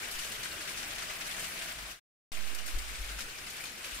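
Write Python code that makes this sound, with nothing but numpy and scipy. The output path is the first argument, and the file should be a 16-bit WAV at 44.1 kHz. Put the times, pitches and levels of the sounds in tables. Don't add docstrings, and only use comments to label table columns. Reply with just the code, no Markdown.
import sys
import numpy as np
from scipy import signal
from scipy.io import wavfile

SR = 44100
rng = np.random.default_rng(int(sys.argv[2]) if len(sys.argv) > 2 else 0)


def persist_wave(psi):
    counts = np.round(np.clip(psi, -1, 1) * 32767).astype(np.int16)
    wavfile.write(sys.argv[1], SR, np.atleast_2d(counts).T)


N = 176400
TIME_S = np.arange(N) / SR

# (time [s], level [dB])
HISS_LEVEL = [(0, -39.5), (.3, -40.5), (.55, -41.5), (.9, -41), (1.2, -41), (1.42, -39), (1.52, -40.5),
              (1.69, -40.5), (1.75, -43), (1.87, -43), (2.35, -43), (2.75, -43.5), (3.1, -42.5),
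              (3.35, -45), (3.6, -43.5), (3.75, -46), (3.87, -43), (4, -41.5)]
# (frequency [Hz], density [dB])
HISS_SPECTRUM = [(290, -38), (500, -5.5), (648, -7), (876, -6), (1560, 0), (1850, -1), (2430, 0),
                 (3740, -5), (4770, -6), (6270, -8), (8980, -8), (14800, -16.5), (15500, -14.5)]
# (onset [s], level [dB], treble tilt [dB/octave], decay [s])
SPLATS = [(.112, -46.5, 7.5, 0.038), (0.187, -36.5, 0, 0.071), (.243, -41, 2.5, 0.022),
          (0.318, -34.5, 0, 0.016), (0.43, -36, 0, 0.046), (0.45, -36, -6, 0.022),
          (0.605, -37.5, -3, 0.046), (0.675, -34, -3.5, 0.03), (.691, -43, 3, 0.03),
          (0.772, -34.5, -1.5, 0.045), (.828, -34.5, -2, 0.016), (0.904, -34.3, -4.5, .022),
          (0.981, -35, -3, 0.037), (1.02, -37, -3, 0.017), (1.097, -34.5, -5, 0.032),
          (1.208, -36, -3, 0.027), (1.264, -39, 2.5, 0.018), (1.311, -36.5, -1, 0.02),
          (1.393, -43, 4.5, 0.047), (1.442, -32, -2, 0.013), (1.614, -39, -3, 0.027), (1.68, -41, -5, .02),
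          (1.785, -38, -5, 0.021), (1.854, -38.5, -7, 0.0094), (1.908, -47, 4.5, 0.019),
          (2.319, -43.5, -1.5, .02), (2.372, -49, -8, 0.015), (2.471, -45, 1, 0.019),
          (2.548, -39, 6, 0.0073), (2.584, -35, -1, 0.01), (2.66, -41.5, 4, 0.02), (2.677, -39, 0, 0.041),
          (2.784, -38, 2, 0.012), (2.881, -42.5, 0, 0.043), (2.95, -39.5, -2, 0.026), (2.987, -48, 3, .015),
          (3.045, -43, 0, 0.015), (3.09, -40, -3, 0.02), (3.186, -36.5, -1, 0.03),
          (3.204, -34, -0.5, 0.021), (3.308, -44, -3, .025), (3.381, -40, -2.5, 0.027),
          (3.464, -49, 6, 0.011), (3.5, -43.5, 4.5, 0.02), (3.563, -44.5, 2.5, 0.024),
          (3.637, -40.5, 3.5, 0.012), (3.653, -38.5, -0.5, 0.043), (3.695, -41, -3, .012),
          (3.775, -41.5, -3.5, .025), (3.841, -37, -1.5, 0.029), (3.907, -39, -0.5, 0.02),
          (3.944, -41, 0.5, 0.022)]
# (frequency [Hz], density [dB])
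GRAIN_SPECTRUM = [(500, -15.5), (900, -15.5), (1500, -0.5), (2500, 0.5), (3800, 0.5), (6000, -0.5),
                  (9000, -3), (12000, -6), (15500, -22)]
# (onset [s], pitch [Hz], peak [dB], left minus right [dB])
TAPS = [(.119, 9300, -33, 3), (.251, 6300, -40, 2), (.322, 8960, -32, 12), (.435, 8100, -41, 5),
        (.447, 7580, -35, 7), (.451, 3070, -39, 5), (.458, 1520, -31.5, 5), (.618, 4340, -32, 12),
        (.692, 2310, -36, 12), (.699, 8960, -32, 12), (.787, 5800, -34, 14), (.995, 6030, -35, 14),
        (1.024, 1360, -38, 5), (1.1, 8960, -37, 11), (1.28, 9900, -32, 6), (1.314, 3450, -36, 14),
        (1.396, 8790, -26, 3), (1.443, 2580, -32, 13), (1.687, 3270, -34, 7), (1.789, 5340, -41, 4),
        (1.912, 2930, -43, -2), (2.373, 2420, -34, 16), (2.499, 9820, -40, 8), (2.551, 8440, -36, 15),
        (2.588, 5800, -36, 14), (2.589, 2900, -34.5, -4), (2.672, 9470, -39, 5), (2.679, 9130, -38, 8),
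        (2.793, 4930, -32, 15), (2.895, 2070, -40, 15), (3.045, 8610, -34, 7), (3.089, 3220, -33, 13),
        (3.19, 1390, -37, 4), (3.207, 6330, -31, 1), (3.388, 5510, -35, 13), (3.471, 2070, -37, 16),
        (3.506, 7400, -36, 4), (3.607, 2280, -33, 15), (3.64, 2430, -29.5, 7), (3.845, 2410, -31.5, 13),
        (3.945, 5000, -41, 14)]
# (centre [s], centre to peak [s], peak [dB])
PUFFS = [(0.184, 0.018, -44), (2.758, 0.009, -26.5), (2.775, 0.0043, -34), (3.018, .006, -44),
         (3.03, 0.013, -40.5), (3.247, 0.013, -44), (3.295, 0.01, -51)]
# (onset [s], length [s], pitch [Hz], level [dB])
THROBS = [(1.74, 0.21, 48.4, -51.5), (2.76, 0.2, 51.8, -42.5), (2.978, 0.23, 50.8, -38.5),
          (3.916, 0.073, 46, -47)]
# (time [s], level [dB])
AIR_LEVEL = [(0, -53), (.8, -53), (1.85, -55.5), (2.35, -55), (3.1, -55.5), (4, -56)]
# (frequency [Hz], density [dB])
AIR_SPECTRUM = [(20, 10), (45, 1), (80, -1.5), (150, -3.5), (300, -4.5), (500, -4.5), (700, -8.5),
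                (1200, -26.5)]
# (pitch [Hz], width [Hz], level [dB], centre [s], swell sigma [s])
DRONES = [(180, 4.8, -60.5, 1.45, 0.17), (657, 41, -62.5, 1.27, 0.74), (340, 11, -68, 1.4, 0.5)]
# (frequency [Hz], left-right correlation [-1..1])
CORRELATION = [(60, 0.77), (290, 0.82), (500, 0.73), (850, -0.26), (1500, 0.14), (2700, 0.18), (3700, 0),
               (4800, 0), (7500, -.12), (15000, 0)]
# (frequency [Hz], left minus right [dB])
BALANCE = [(60, 1.6), (200, 2.1), (700, 2), (1300, 1.57), (2400, 4.4), (4400, 1.2), (15000, 1.9)]

SNOW_EDGES_HZ, AIR_EDGES_HZ = np.geomspace(560, 17000, 19), np.geomspace(20, 1280, 11)


def far_flakes(flutter_db=0.73, patchy_db=1.77):
    level_db = in_time(HISS_LEVEL) + flutter_db * drift(35)
    bands = noise_bands(HISS_SPECTRUM, SNOW_EDGES_HZ)
    return sum(band * from_db(level_db + patchy_db * drift(40)) for hz, band in bands)


def near_splats(attack_s=0.004, pivot_hz=3000, sparkle_db=1.5):
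    onset_s, level_db, tilt_db_per_octave, decay_s = np.transpose(SPLATS)[:, :, None]
    age_s = np.clip(TIME_S - onset_s, 0, 1)
    power_shapes = (1 - np.exp(-2 * age_s / attack_s)) * np.exp(-2 * age_s / decay_s)
    out = np.zeros((2, N))
    for hz, band in noise_bands(GRAIN_SPECTRUM, SNOW_EDGES_HZ):
        gains = from_db(level_db + tilt_db_per_octave * np.log2(hz / pivot_hz))
        envelope = np.sqrt(gains.T ** 2 @ power_shapes)
        out += band * envelope * from_db(sparkle_db * (drift(130) - 0.5))
    return out * pan(1.5)


def drop_taps(t60_cycles=61):
    out = np.zeros((2, N))
    for onset_s, hz, peak_db, side_db in TAPS:
        cycles = hz * np.clip(TIME_S - onset_s, 0, 0.1)
        gains = pan(side_db) / np.linalg.norm(pan(side_db))
        out += gains * from_db(peak_db - 60 * cycles / t60_cycles) * np.sin(2 * np.pi * cycles)
    return out


def grain_ticks(rate_per_s=1200, re_hiss_db=-12, spread_db=2, t60_cycles=55):
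    sizes = from_db(spread_db * np.minimum(rng.exponential(1, N), 5)) * rng.choice([-1, 1], N)
    sizes *= rng.random(N) < rate_per_s / SR
    pitches_hz = np.geomspace(2300, 14000, 44)
    pitch_index = rng.integers(0, len(pitches_hz), N)
    pan_rad = rng.uniform(0, np.pi, N)
    clicks = sizes * np.array([np.cos(pan_rad), np.sin(pan_rad)])
    out = np.zeros((2, N))
    for k, hz in enumerate(pitches_hz):
        radius = np.exp(-np.log(1000) * hz / (t60_cycles * SR))
        feedback = [1, -2 * radius * np.cos(2 * np.pi * hz / SR), radius ** 2]
        rings = signal.lfilter([1, 0, -1], feedback, clicks * (pitch_index == k) + 1e-18)
        out += np.sqrt(hz) * from_db(at_hz(GRAIN_SPECTRUM, hz)) * rings
    return unit_rms(out) * from_db(in_time(HISS_LEVEL) + re_hiss_db) * pan(2.5)


def buffets(edge_s=0.018, fade_db_per_s=26, waver_db=2, rumble_db=-7, rumble_hz=32):
    out = np.zeros(N)
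    waver = from_db(waver_db * drift(14))
    rumble = from_db(rumble_db) * drift(12) * np.sin(2 * np.pi * rumble_hz * TIME_S)
    for centre_s, width_s, peak_db in PUFFS:
        offset = (TIME_S - centre_s) / width_s
        out += from_db(peak_db) * offset * np.exp((1 - offset ** 2) / 2)
    for onset_s, length_s, hz, level_db in THROBS:
        age_s = TIME_S - onset_s
        gate = np.clip(np.minimum(age_s, length_s - age_s) / edge_s, 0, 1)
        envelope = gate * from_db(level_db - fade_db_per_s * np.maximum(age_s, 0))
        out += envelope * (waver * np.sin(2 * np.pi * hz * age_s) + rumble)
    return out * pan(2.9)


def air_murmur(patchy_db=2):
    bands = noise_bands(AIR_SPECTRUM, AIR_EDGES_HZ)
    return from_db(in_time(AIR_LEVEL)) * sum(band * from_db(patchy_db * drift(8)) for hz, band in bands)


def far_drones():
    out = np.zeros(N)
    for hz, width_hz, level_db, centre_s, sigma_s in DRONES:
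        wander = drift(width_hz) + 1j * drift(width_hz)
        tone = np.real(wander * np.exp(2j * np.pi * hz * TIME_S))
        swell = np.exp(-((TIME_S - centre_s) / sigma_s) ** 2 / 2)
        out += tone * from_db(level_db) * swell
    return out * pan(2.5)


def noise_bands(spectrum, edges_hz):
    centres_hz = np.sqrt(edges_hz[1:] * edges_hz[:-1])
    power = from_db(at_hz(spectrum, centres_hz)) ** 2 * np.diff(edges_hz)
    white = rng.standard_normal((2, 2, N))
    for k, hz in enumerate(centres_hz):
        bandpass = signal.butter(2, edges_hz[k:k + 2], "band", fs=SR, output="sos")
        mid, side = signal.sosfilt(bandpass, white[k % 2])
        correlation = at_hz(CORRELATION, hz)
        band = unit_rms(np.sqrt(1 + correlation) * mid + np.sqrt(1 - correlation) * side * [[1], [-1]])
        yield hz, band * np.sqrt(power[k] / power.sum()) * pan(at_hz(BALANCE, hz))


def drift(corner_hz, hop=40, warmup=2000):
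    pole = np.exp(-2 * np.pi * corner_hz * hop / SR)
    white = rng.standard_normal(N // hop + warmup + 2)
    slow = signal.lfilter([1], [1, -2 * pole, pole ** 2], white)[warmup:]
    return np.interp(np.arange(N) / hop, np.arange(len(slow)), unit_rms(slow))


def from_db(db):
    return 10 ** (np.asarray(db) / 20)


def unit_rms(x):
    return x / np.sqrt(np.mean(x ** 2) + 1e-20)


def in_time(curve):
    return np.interp(TIME_S, *np.transpose(curve))


def at_hz(curve, hz):
    knots_hz, values = np.transpose(curve)
    return np.interp(np.log(hz), np.log(knots_hz), values)


def pan(side_db):
    return from_db(np.array([[side_db], [-side_db]]) / 2)


def scene(crossfeed_db=-17, crossfeed_s=0.00039):
    snow = far_flakes() + near_splats() + drop_taps() + grain_ticks()
    snow[0] += from_db(crossfeed_db) * np.interp(TIME_S - crossfeed_s, TIME_S, snow[1])
    return snow + buffets() + air_murmur() + far_drones()


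def record(dry, fade_s=1.915, silent_s=2.0, resume_s=2.318, cutoff_hz=15600):
    fade_db_per_s, close_s = 212, 0.011
    left_fall_s, right_rise_s, right_fall_s = 0.042, 0.059, 0.24
    fade = from_db(-fade_db_per_s * np.maximum(TIME_S - fade_s, 0))
    gate = np.clip((silent_s - TIME_S) / close_s, 0, 1)
    age_s = np.maximum(TIME_S - resume_s, 0)
    left = from_db(-35) * np.exp(-age_s / left_fall_s)
    right = from_db(-23) * (1 - np.exp(-age_s / right_rise_s)) * np.exp(-age_s / right_fall_s)
    out = np.where(TIME_S < resume_s, dry * fade * gate, dry + np.array([left, right]))
    return signal.sosfilt(signal.ellip(12, 0.1, 70, cutoff_hz, fs=SR, output="sos"), out)


dry = scene()
out = record(dry)
persist_wave(out)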